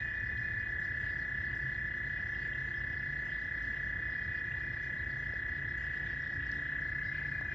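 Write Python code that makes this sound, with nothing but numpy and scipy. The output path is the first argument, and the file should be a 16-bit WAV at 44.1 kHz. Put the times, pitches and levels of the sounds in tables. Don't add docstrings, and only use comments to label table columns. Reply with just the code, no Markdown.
import sys
import numpy as np
from scipy import signal
from scipy.fft import rfft, irfft
from scipy.io import wavfile
from scipy.ndimage import uniform_filter1d

SR = 44100
rng = np.random.default_rng(int(sys.argv[2]) if len(sys.argv) > 2 else 0)


def dump_mix(stems):
    frames = np.atleast_2d(stems).T
    limited = np.clip(frames, -1, 1)
    pcm = np.round(limited * 32767).astype(np.int16)
    wavfile.write(sys.argv[1], SR, pcm)


N = 332756


def gain_of(db):
    return 10 ** (np.asarray(db) / 20)


def evened(x):
    return x / np.sqrt(np.mean(abs(x) ** 2) + 1e-20)


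def read(points, hz):
    f, value = np.transpose(points)
    return np.interp(np.log(hz + 1), np.log(f + 1), value)


def over_time(points, t):
    return np.interp(t, *np.transpose(points))


def add(mix, s, sound):
    part = mix[:, round(s * SR):][:, :sound.shape[1]]
    part += sound[:, :part.shape[1]]


def ports(z, pan_db, lead):
    left = (z * np.exp(.5j * lead)).real * gain_of(pan_db / 2)
    right = (z * np.exp(-.5j * lead)).real * gain_of(-pan_db / 2)
    return np.array([left, right])


def garden(x, t60, alike):
    length = SR // 2
    taps = np.zeros((2, length))
    at = np.arange(1000, length - 20, 20) + rng.integers(0, 20, (2, (length - 1001) // 20))
    np.put_along_axis(taps, at, rng.choice([-1., 1.], at.shape), 1)
    taps[1] = alike * taps[0] + np.sqrt(1 - alike ** 2) * taps[1]
    taps *= gain_of(-60 * np.arange(length) / SR / t60)
    wet = signal.fftconvolve(x[None], taps, axes=1)[:, :len(x)]
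    return wet * np.std(x) / np.std(wet)


def air():
    # (pitch_hz, level_db per Hz)
    common_spectrum = [(25, -27.5), (40, -9.5), (58, 6), (85, 0), (135, -9.5), (165, -11.5), (400, -21.5),
                       (1000, -28.5), (2300, -27), (3300, -35), (4200, -41.5), (5200, -42), (7600, -58.5),
                       (8500, -74), (10500, -90.5), (15500, -82)]
    # (pitch_hz, level_db per Hz)
    side_spectrum = [(30, -57), (100, -30.5), (250, -31), (600, -27.5), (1200, -34), (2500, -35),
                     (3500, -36.5), (4300, -42), (5500, -46), (8000, -52), (10000, -59.5), (14000, -73),
                     (15500, -77)]
    # (pitch_hz, share from -1 to 1)
    lean_points = [(100, -0.084), (300, -0.29), (800, -0.35), (1500, 0.1), (2300, -.05), (3200, 0.04),
                   (6000, -.02), (15000, 0.026)]
    # (start_s, change_db)
    rumble_swell = [(0, -2), (.35, 3.5), (2.0, 1), (3.55, -4), (3.95, 5.5), (4.45, -2.5), (5.3, 3),
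                    (5.7, -1), (6.8, 2), (7.55, -0.5)]
    # (start_s, change_near_3khz_db, change_near_7khz_db)
    hiss_changes = [(0., 6, 4.5), (0.799, -1.5, 6), (1.001, 5.5, 6.5), (1.55, -0.5, 7), (2.4, 2, 3),
                    (3.25, 3.5, 5), (3.62, -0.5, 4.5), (4.82, 0.5, 4.5), (5.78, 3.5, 7.5), (5.93, 3.5, 2),
                    (6.05, 5.5, 0.5), (6.4, 7, 0), (6.52, 4.5, 6.5), (7.12, 5.5, 3.5), (7.3, -6.5, 3.5)]
    level_db, settle_s = -46.5, 0.12

    frames, hz = N // 256 + 5, np.fft.rfftfreq(1024, 1 / SR)
    t = np.arange(frames) * 256 / SR
    a, b, c, d, patches = rng.standard_normal((frames, 513, 5)).T

    patches = evened(uniform_filter1d(uniform_filter1d(patches, 16, 0), 8, 1))
    patch_depth_db = [(80, 0.56), (300, .5), (2000, 1.3), (3300, 2.8), (5000, 3.4), (9000, 1.3)]
    patchy_db = read(patch_depth_db, hz)[:, None] * patches

    def band(centre, spread):
        return np.exp(-np.log((hz[:, None] + 1) / centre) ** 2 / spread)

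    swell_db = over_time(rumble_swell, t) * band(60, 0.15)
    s, lower_db, upper_db = np.transpose(hiss_changes)
    settling = (t[:, None] >= s) * np.exp(-abs(t[:, None] - s) / settle_s)
    settling -= settling.mean(0)
    swell_db += settling @ lower_db * band(2900, 0.16)
    swell_db += settling @ upper_db * band(7500, 0.16)

    mid = a + 1j * b
    lean = np.clip(read(lean_points, hz), -1, 1)[:, None]
    early = .5
    apart = np.sqrt(np.maximum(1 - lean ** 2 - early ** 2, 0)) * (c + 1j * d)
    side = (lean + 1j * early) * mid + apart
    mid = mid * gain_of(read(common_spectrum, hz))[:, None]
    side = side * gain_of(read(side_spectrum, hz))[:, None]
    spectra = np.array([mid + side, mid - side]) * gain_of(patchy_db + swell_db)
    sound = signal.istft(spectra, nperseg=1024, noverlap=768)[1][:, :N]
    return gain_of(level_db) * evened(sound)


def hum():
    # (pitch_hz, width_hz, level_db, sway_db); rms pitch drift is half the width, sway is rms
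    motor_tones = [(59.2, 5., -54, 2.3), (345, 6., -66, 1.8), (635, 7., -75, 2.)]
    # (start_s, pitch_hz, level_db, octave_level_db)
    engine = [(0, 120, -54, -72), (.6, 120, -55, -72), (1.5, 134, -51, -72), (2.2, 132, -57, -72),
              (2.7, 130, -54, -72), (3.4, 141.5, -53, -70), (3.7, 140, -60, -70), (4.7, 138, -59, -70),
              (4.95, 137, -54, -69), (5.25, 135, -55, -68), (5.4, 137, -55, -61), (5.6, 139, -54, -67),
              (6.26, 141, -54, -69), (6.33, 141.5, -57, -56), (6.77, 141.5, -56, -57),
              (6.84, 141.5, -54, -67), (7.55, 141, -54, -64)]

    t = np.arange(N) / SR
    s, engine_hz, *levels = np.transpose(engine)
    engine_tones = [((k + 1) * np.interp(t, s, engine_hz), 5., np.interp(t, s, db), 3 - k)
                    for k, db in enumerate(levels)]
    out = np.zeros(N)
    for hz, width_hz, db, sway_db in [*motor_tones, *engine_tones]:
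        drift, sway = (evened(np.interp(np.arange(N), np.linspace(0, N, 120), r))
                       for r in rng.standard_normal((2, 120)))
        turns = np.cumsum(hz + width_hz * drift / 2) / SR
        out += gain_of(db + sway_db * sway) * np.sqrt(2) * np.sin(2 * np.pi * turns)
    return out


def ticks():
    finger_ticks = [(4.82, -68, 13500, 4000, .3), (5.103, -68, 11000, 6000, .3),
                    (5.153, -61, 12000, 7000, .2), (5.25, -60, 12000, 7000, .3),
                    (5.258, -63, 12000, 7000, .3), (5.337, -38.5, 500, 260, .7),
                    (5.81, -63, 13000, 5000, .3), (6.5175, -42, 4800, 2200, .8),
                    (6.5177, -57, 13500, 5000, .5), (6.526, -63, 13500, 4000, .5),
                    (7.4115, -45, 3500, 6000, .6), (7.4115, -60, 13000, 5000, .5),
                    (7.4125, -33.5, 850, 1100, .6)]
    out, hz = np.zeros((2, N)), np.fft.rfftfreq(1024, 1 / SR)
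    n = np.arange(1024)
    for s, db, centre, width, common in finger_ticks:
        burst = rng.standard_normal(1024) * np.exp(-n / 20.) + 7.7 * (n == 0)
        burst = irfft(rfft(burst) / (1 + ((hz - centre) / width * 2) ** 4))
        burst = np.roll(burst, 512) * np.hanning(1024)
        burst = gain_of(db) * burst / abs(burst).max()
        add(out, s - 512 / SR, burst * np.array([[common + 1], [common - 1]]))
    return out


def birds():
    # (start_s, level_db,
    # pitch_hz, left_minus_right_db, length_ms, glide as share of pitch) # level is before roughening
    chirps = [(.372, -56, 3250, -2, 12, 0), (.372, -60, 4080, -2, 12, .03), (.7991, -69, 6840, 4, 7, .2),
              (.8334, -65, 4900, 2.5, 6, -.15), (.848, -63, 4950, 2.5, 8, -.18),
              (1.0151, -67, 4840, 8, 16, -.05), (1.178, -69, 5450, 2, 20, -.12),
              (1.5505, -66, 5450, 9, 7, -.18), (2.158, -58, 2440, 1, 34, 0), (2.275, -66, 4700, 0, 8, -.05),
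              (2.342, -54, 3200, 1.5, 16, .02), (2.344, -56, 2800, 1.5, 12, 0),
              (2.431, -63, 4500, 0, 4, -.3), (2.4746, -71, 7180, 0, 7, .15), (2.53, -55, 3200, 0, 13, .05),
              (2.53, -57, 2800, 0, 12, 0), (2.55, -56, 2750, 0, 18, -.03), (2.737, -55, 3230, 1.5, 14, .03),
              (3.4167, -62, 3945, -1, 10, .05), (3.624, -66, 5640, -.5, 6, .3),
              (3.7245, -63, 4570, -1, 6, -.11), (4.2114, -56, 3216, -3, 13, .05),
              (4.5153, -53, 2720, 2.5, 12, .08), (4.8304, -66, 5690, -1, 8, .2),
              (5.1108, -63, 4610, 3.5, 9, -.12), (5.3379, -62, 5190, .5, 6, -.12),
              (5.7764, -67, 6340, 1, 7, .2), (5.9729, -65, 5000, 2, 14, -.05), (6.2, -66, 5200, 1, 8, -.08),
              (6.22, -65, 5500, 1, 14, -.08), (6.25, -65, 5300, 1, 9, -.1), (6.275, -66, 5400, 1, 8, -.1),
              (6.463, -66, 5500, 1, 14, -.08), (6.814, -66, 5240, .5, 7, -.15)]
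    twitter_per_s, twitter_db, twitter_hz = 5, (-72, -67), (4200, 5600)
    twitter_ms, twitter_glide = 10., -.1
    wet_db = -6

    when, loud, high, side = rng.random((round(twitter_per_s * N / SR), 4)).T
    faint = [(a * N / SR, np.interp(b, [0, 1], twitter_db), np.interp(c, [0, 1], twitter_hz),
              10 * d - 5, twitter_ms, twitter_glide)
             for a, b, c, d in zip(.98 * when + .01, loud, high, side)]
    rows, dry = [*chirps, *faint], np.zeros((2, N))
    variety = rng.uniform(0.78, 1.5, (len(rows), 2))
    for (s, db, hz, pan_db, ms, glide), (stretch, bend) in zip(rows, variety):
        age = np.linspace(0, 1, round(ms * stretch * SR / 1000))
        rough = evened(np.convolve(rng.standard_normal(2000), np.hanning(100), "same"))
        husk = 1 + .5 * rough[:len(age)]
        turns = np.cumsum(hz * (1 + glide * bend * (age - .5))) / SR
        chip = gain_of(db) * husk * np.sin(np.pi * age) * np.exp(2j * np.pi * turns)
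        add(dry, s - .002, ports(chip, pan_db, 0.24))
    return dry + gain_of(wet_db) * garden(dry[0], .4, .3)


def whistler():
    # (start_s, length_s, level_db at the onset, pitch_hz, offset_hz from which the note slides in)
    whistles = [(0., .11, -59, 2450, 20), (.12, .13, -60, 2465, -90), (.27, .13, -60, 2465, -60),
                (.42, .115, -60, 2455, -40), (.55, .14, -61, 2460, -90), (4.01, .1, -65, 2450, -20),
                (4.13, .14, -65.5, 2450, -90), (4.28, .145, -62, 2450, -110), (4.44, .14, -61.5, 2430, -30),
                (4.6, .14, -61.5, 2425, -40), (4.76, .13, -62.5, 2425, -50), (7.12, .09, -61, 2410, 0),
                (7.23, .07, -68, 2405, 0), (7.31, .115, -59.5, 2425, 30), (7.452, .1, -58.5, 2425, 70)]
    onset_db = 1.
    scoop_s = .025
    flutter_db, waver_hz = 4., 9.

    dry = np.zeros((2, N))
    for s, length, level_db, hz, scoop_hz in whistles:
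        age = np.arange(0, length, 1 / SR)
        flutter, waver = (evened(uniform_filter1d(uniform_filter1d(r, 260), 260))[:len(age)]
                          for r in rng.standard_normal((2, SR // 4)))
        broken = evened(gain_of(flutter_db * np.minimum(flutter, 1)))
        settling = gain_of(-onset_db * np.minimum(age / scoop_s, 1))
        loudness = gain_of(level_db) * settling * broken * signal.windows.tukey(len(age), .2)
        turns = np.cumsum(hz + scoop_hz * np.exp(-age / scoop_s) + waver_hz * waver) / SR
        add(dry, s, ports(np.sqrt(2) * loudness * np.exp(2j * np.pi * turns), 0.3, 0.28))
    return dry + gain_of(-8) * garden(dry[0], .25, .6)


def toad(pace, begun, voice, pulse, echoes, jitter_ms, uneven_db, uneven_hz, octave, lead, wet_db):
    reedy_db_per_hz = .13
    s, level_db, hz, pan_db = np.transpose(voice)
    early = SR // 10
    t = np.arange(-early, N) / SR

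    pulses = np.cumsum(over_time(pace, t)) / SR
    pulses += begun - pulses[early]
    whole = np.arange(np.ceil(pulses[0]), pulses[-1])
    chance = rng.standard_normal((len(whole), 3))
    starts = np.interp(whole, pulses, t) + jitter_ms * chance[:, 0] / 1000
    k = np.maximum(np.searchsorted(starts, t) - 1, 0)
    age_ms = (t - starts[k]) * 1000

    ms, shape_db, bend_hz = np.transpose(pulse)
    swell = np.interp(age_ms, ms, gain_of(shape_db), 0, 0) * gain_of(uneven_db * chance[k, 1])
    bend = np.interp(age_ms, ms, bend_hz)
    turns = np.cumsum(np.interp(t, s, hz) + bend + uneven_hz * chance[k, 2]) / SR
    turns -= np.interp(starts, t, turns)[k]

    reedy_db = np.clip(-reedy_db_per_hz * bend, 0, 13)
    overtone = gain_of(over_time(octave, t) + reedy_db) * np.exp(4j * np.pi * turns)
    call = swell * (np.exp(2j * np.pi * turns) + overtone)
    call = call + sum(gain_of(db) * np.roll(call, round(delay * SR / 1000)) for delay, db in echoes)
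    heard = ports(call, np.interp(t, s, pan_db), lead) + gain_of(wet_db) * garden(call.real, 0.59, 0.82)
    return (evened(heard) * gain_of(np.interp(t, s, level_db)))[:, early:]


def low_toad():
    # (start_s, pulses_per_s)
    pace = [(0, 33.19), (.4, 32.38), (1.4, 32.15), (2.2, 31.2), (3.2, 31.09), (3.6, 31.33), (4.6, 30.82),
            (5.1, 30.32), (5.8, 31.56), (6.1, 30.2), (6.5, 30.68), (7.55, 29.74)]
    # (start_s, level_db, pitch_hz, left_minus_right_db)
    voice = [(0, -40, 1753, 0.1), (.9, -38.5, 1721, -0.2), (2.1, -39.5, 1723, -0.5),
             (3.2, -39.5, 1722, -0.5), (4.1, -39, 1720, -1), (4.6, -40.5, 1716, -0.5),
             (5.4, -39.5, 1714, 0), (6.298, -39.5, 1711, -0.5), (6.8, -37.5, 1709, 0.5),
             (7.55, -38.5, 1708, 1.5)]
    # (age_ms, relative_level_db, pitch_bend_hz)
    pulse = [(0, -59.5, 44.5), (1.3, -2.5, -99.5), (3.25, -0.3, -15), (6.5, 1, 15.5), (11.9, 0, -3),
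             (15, -2, -109), (16.5, -58.5, 70.5)]
    # (delay_ms, level_db against the direct call)
    echoes = [(7.54, -13), (9.22, -15.5), (11.47, -12), (18.36, -14)]
    # (start_s, level_db)
    octave = [(0, -37.5), (2, -33.5), (4, -34), (4.8, -33), (6, -34), (6.8, -38.5), (7.55, -41.5)]
    return toad(pace, .51, voice, pulse, echoes, jitter_ms=0.393, uneven_db=0.32, uneven_hz=4.0,
                octave=octave, lead=.3, wet_db=-14.0)


def high_toad():
    # (start_s, pulses_per_s)
    pace = [(0, 37.59), (.51, 37.96), (1.81, 37.05), (2.01, 37.6), (2.61, 38.21), (4.01, 35.19),
            (4.21, 36.34), (5.21, 36.41), (5.51, 34.83), (5.8, 34.58), (6.05, 33.86), (6.3, 34.14),
            (6.6, 35.4), (6.9, 35.88), (7.01, 36.2), (7.56, 34.3)]
    # (start_s, level_db, pitch_hz, left_minus_right_db)
    voice = [(0, -44, 1925, 2.5), (.4, -43.5, 1954, 2.2), (0.999, -43.5, 1949, 2.3), (2.2, -43, 1952, 2.5),
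             (2.6, -44, 1966, 1.7), (3.1, -43, 1958, 1.6), (4.199, -42.5, 1947, 1.4),
             (4.999, -43.5, 1956, 1.2), (5.6, -42.5, 1947, 1.3), (6.4, -43.5, 1910, 2),
             (7.05, -42.5, 1995, 2.6), (7.55, -44, 1974, 4.2)]
    # (age_ms, relative_level_db, pitch_bend_hz)
    pulse = [(0, -60, 35), (1.8, -5.8, 20), (3.5, -.6, 27), (5.5, -.3, 36), (8, -2.3, -24),
             (10.1, -10, -15), (12.3, -60, 0)]
    # (delay_ms, level_db against the direct call)
    echoes = [(11.54, -7.5), (15.17, -9), (17.81, -1.7), (29.48, -14.5)]
    # (start_s, level_db)
    octave = [(0, -39.5), (7.55, -35.5)]
    return toad(pace, .933, voice, pulse, echoes, jitter_ms=0.502, uneven_db=0.21, uneven_hz=5.5,
                octave=octave, lead=.41, wet_db=-16)


def scene():
    return low_toad() + high_toad() + whistler() + birds() + ticks() + air() + hum()


def record(dry):
    edge_hz = 15800
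    faded = dry * signal.windows.tukey(N, .001)
    thin = signal.sosfilt(signal.butter(4, 43., "high", fs=SR, output="sos"), faded)
    treble_cut = signal.firwin(511, edge_hz, window=("kaiser", 9), fs=SR)
    return signal.oaconvolve(thin, treble_cut[None], "same")


dry = scene()
out = record(dry)
dump_mix(out)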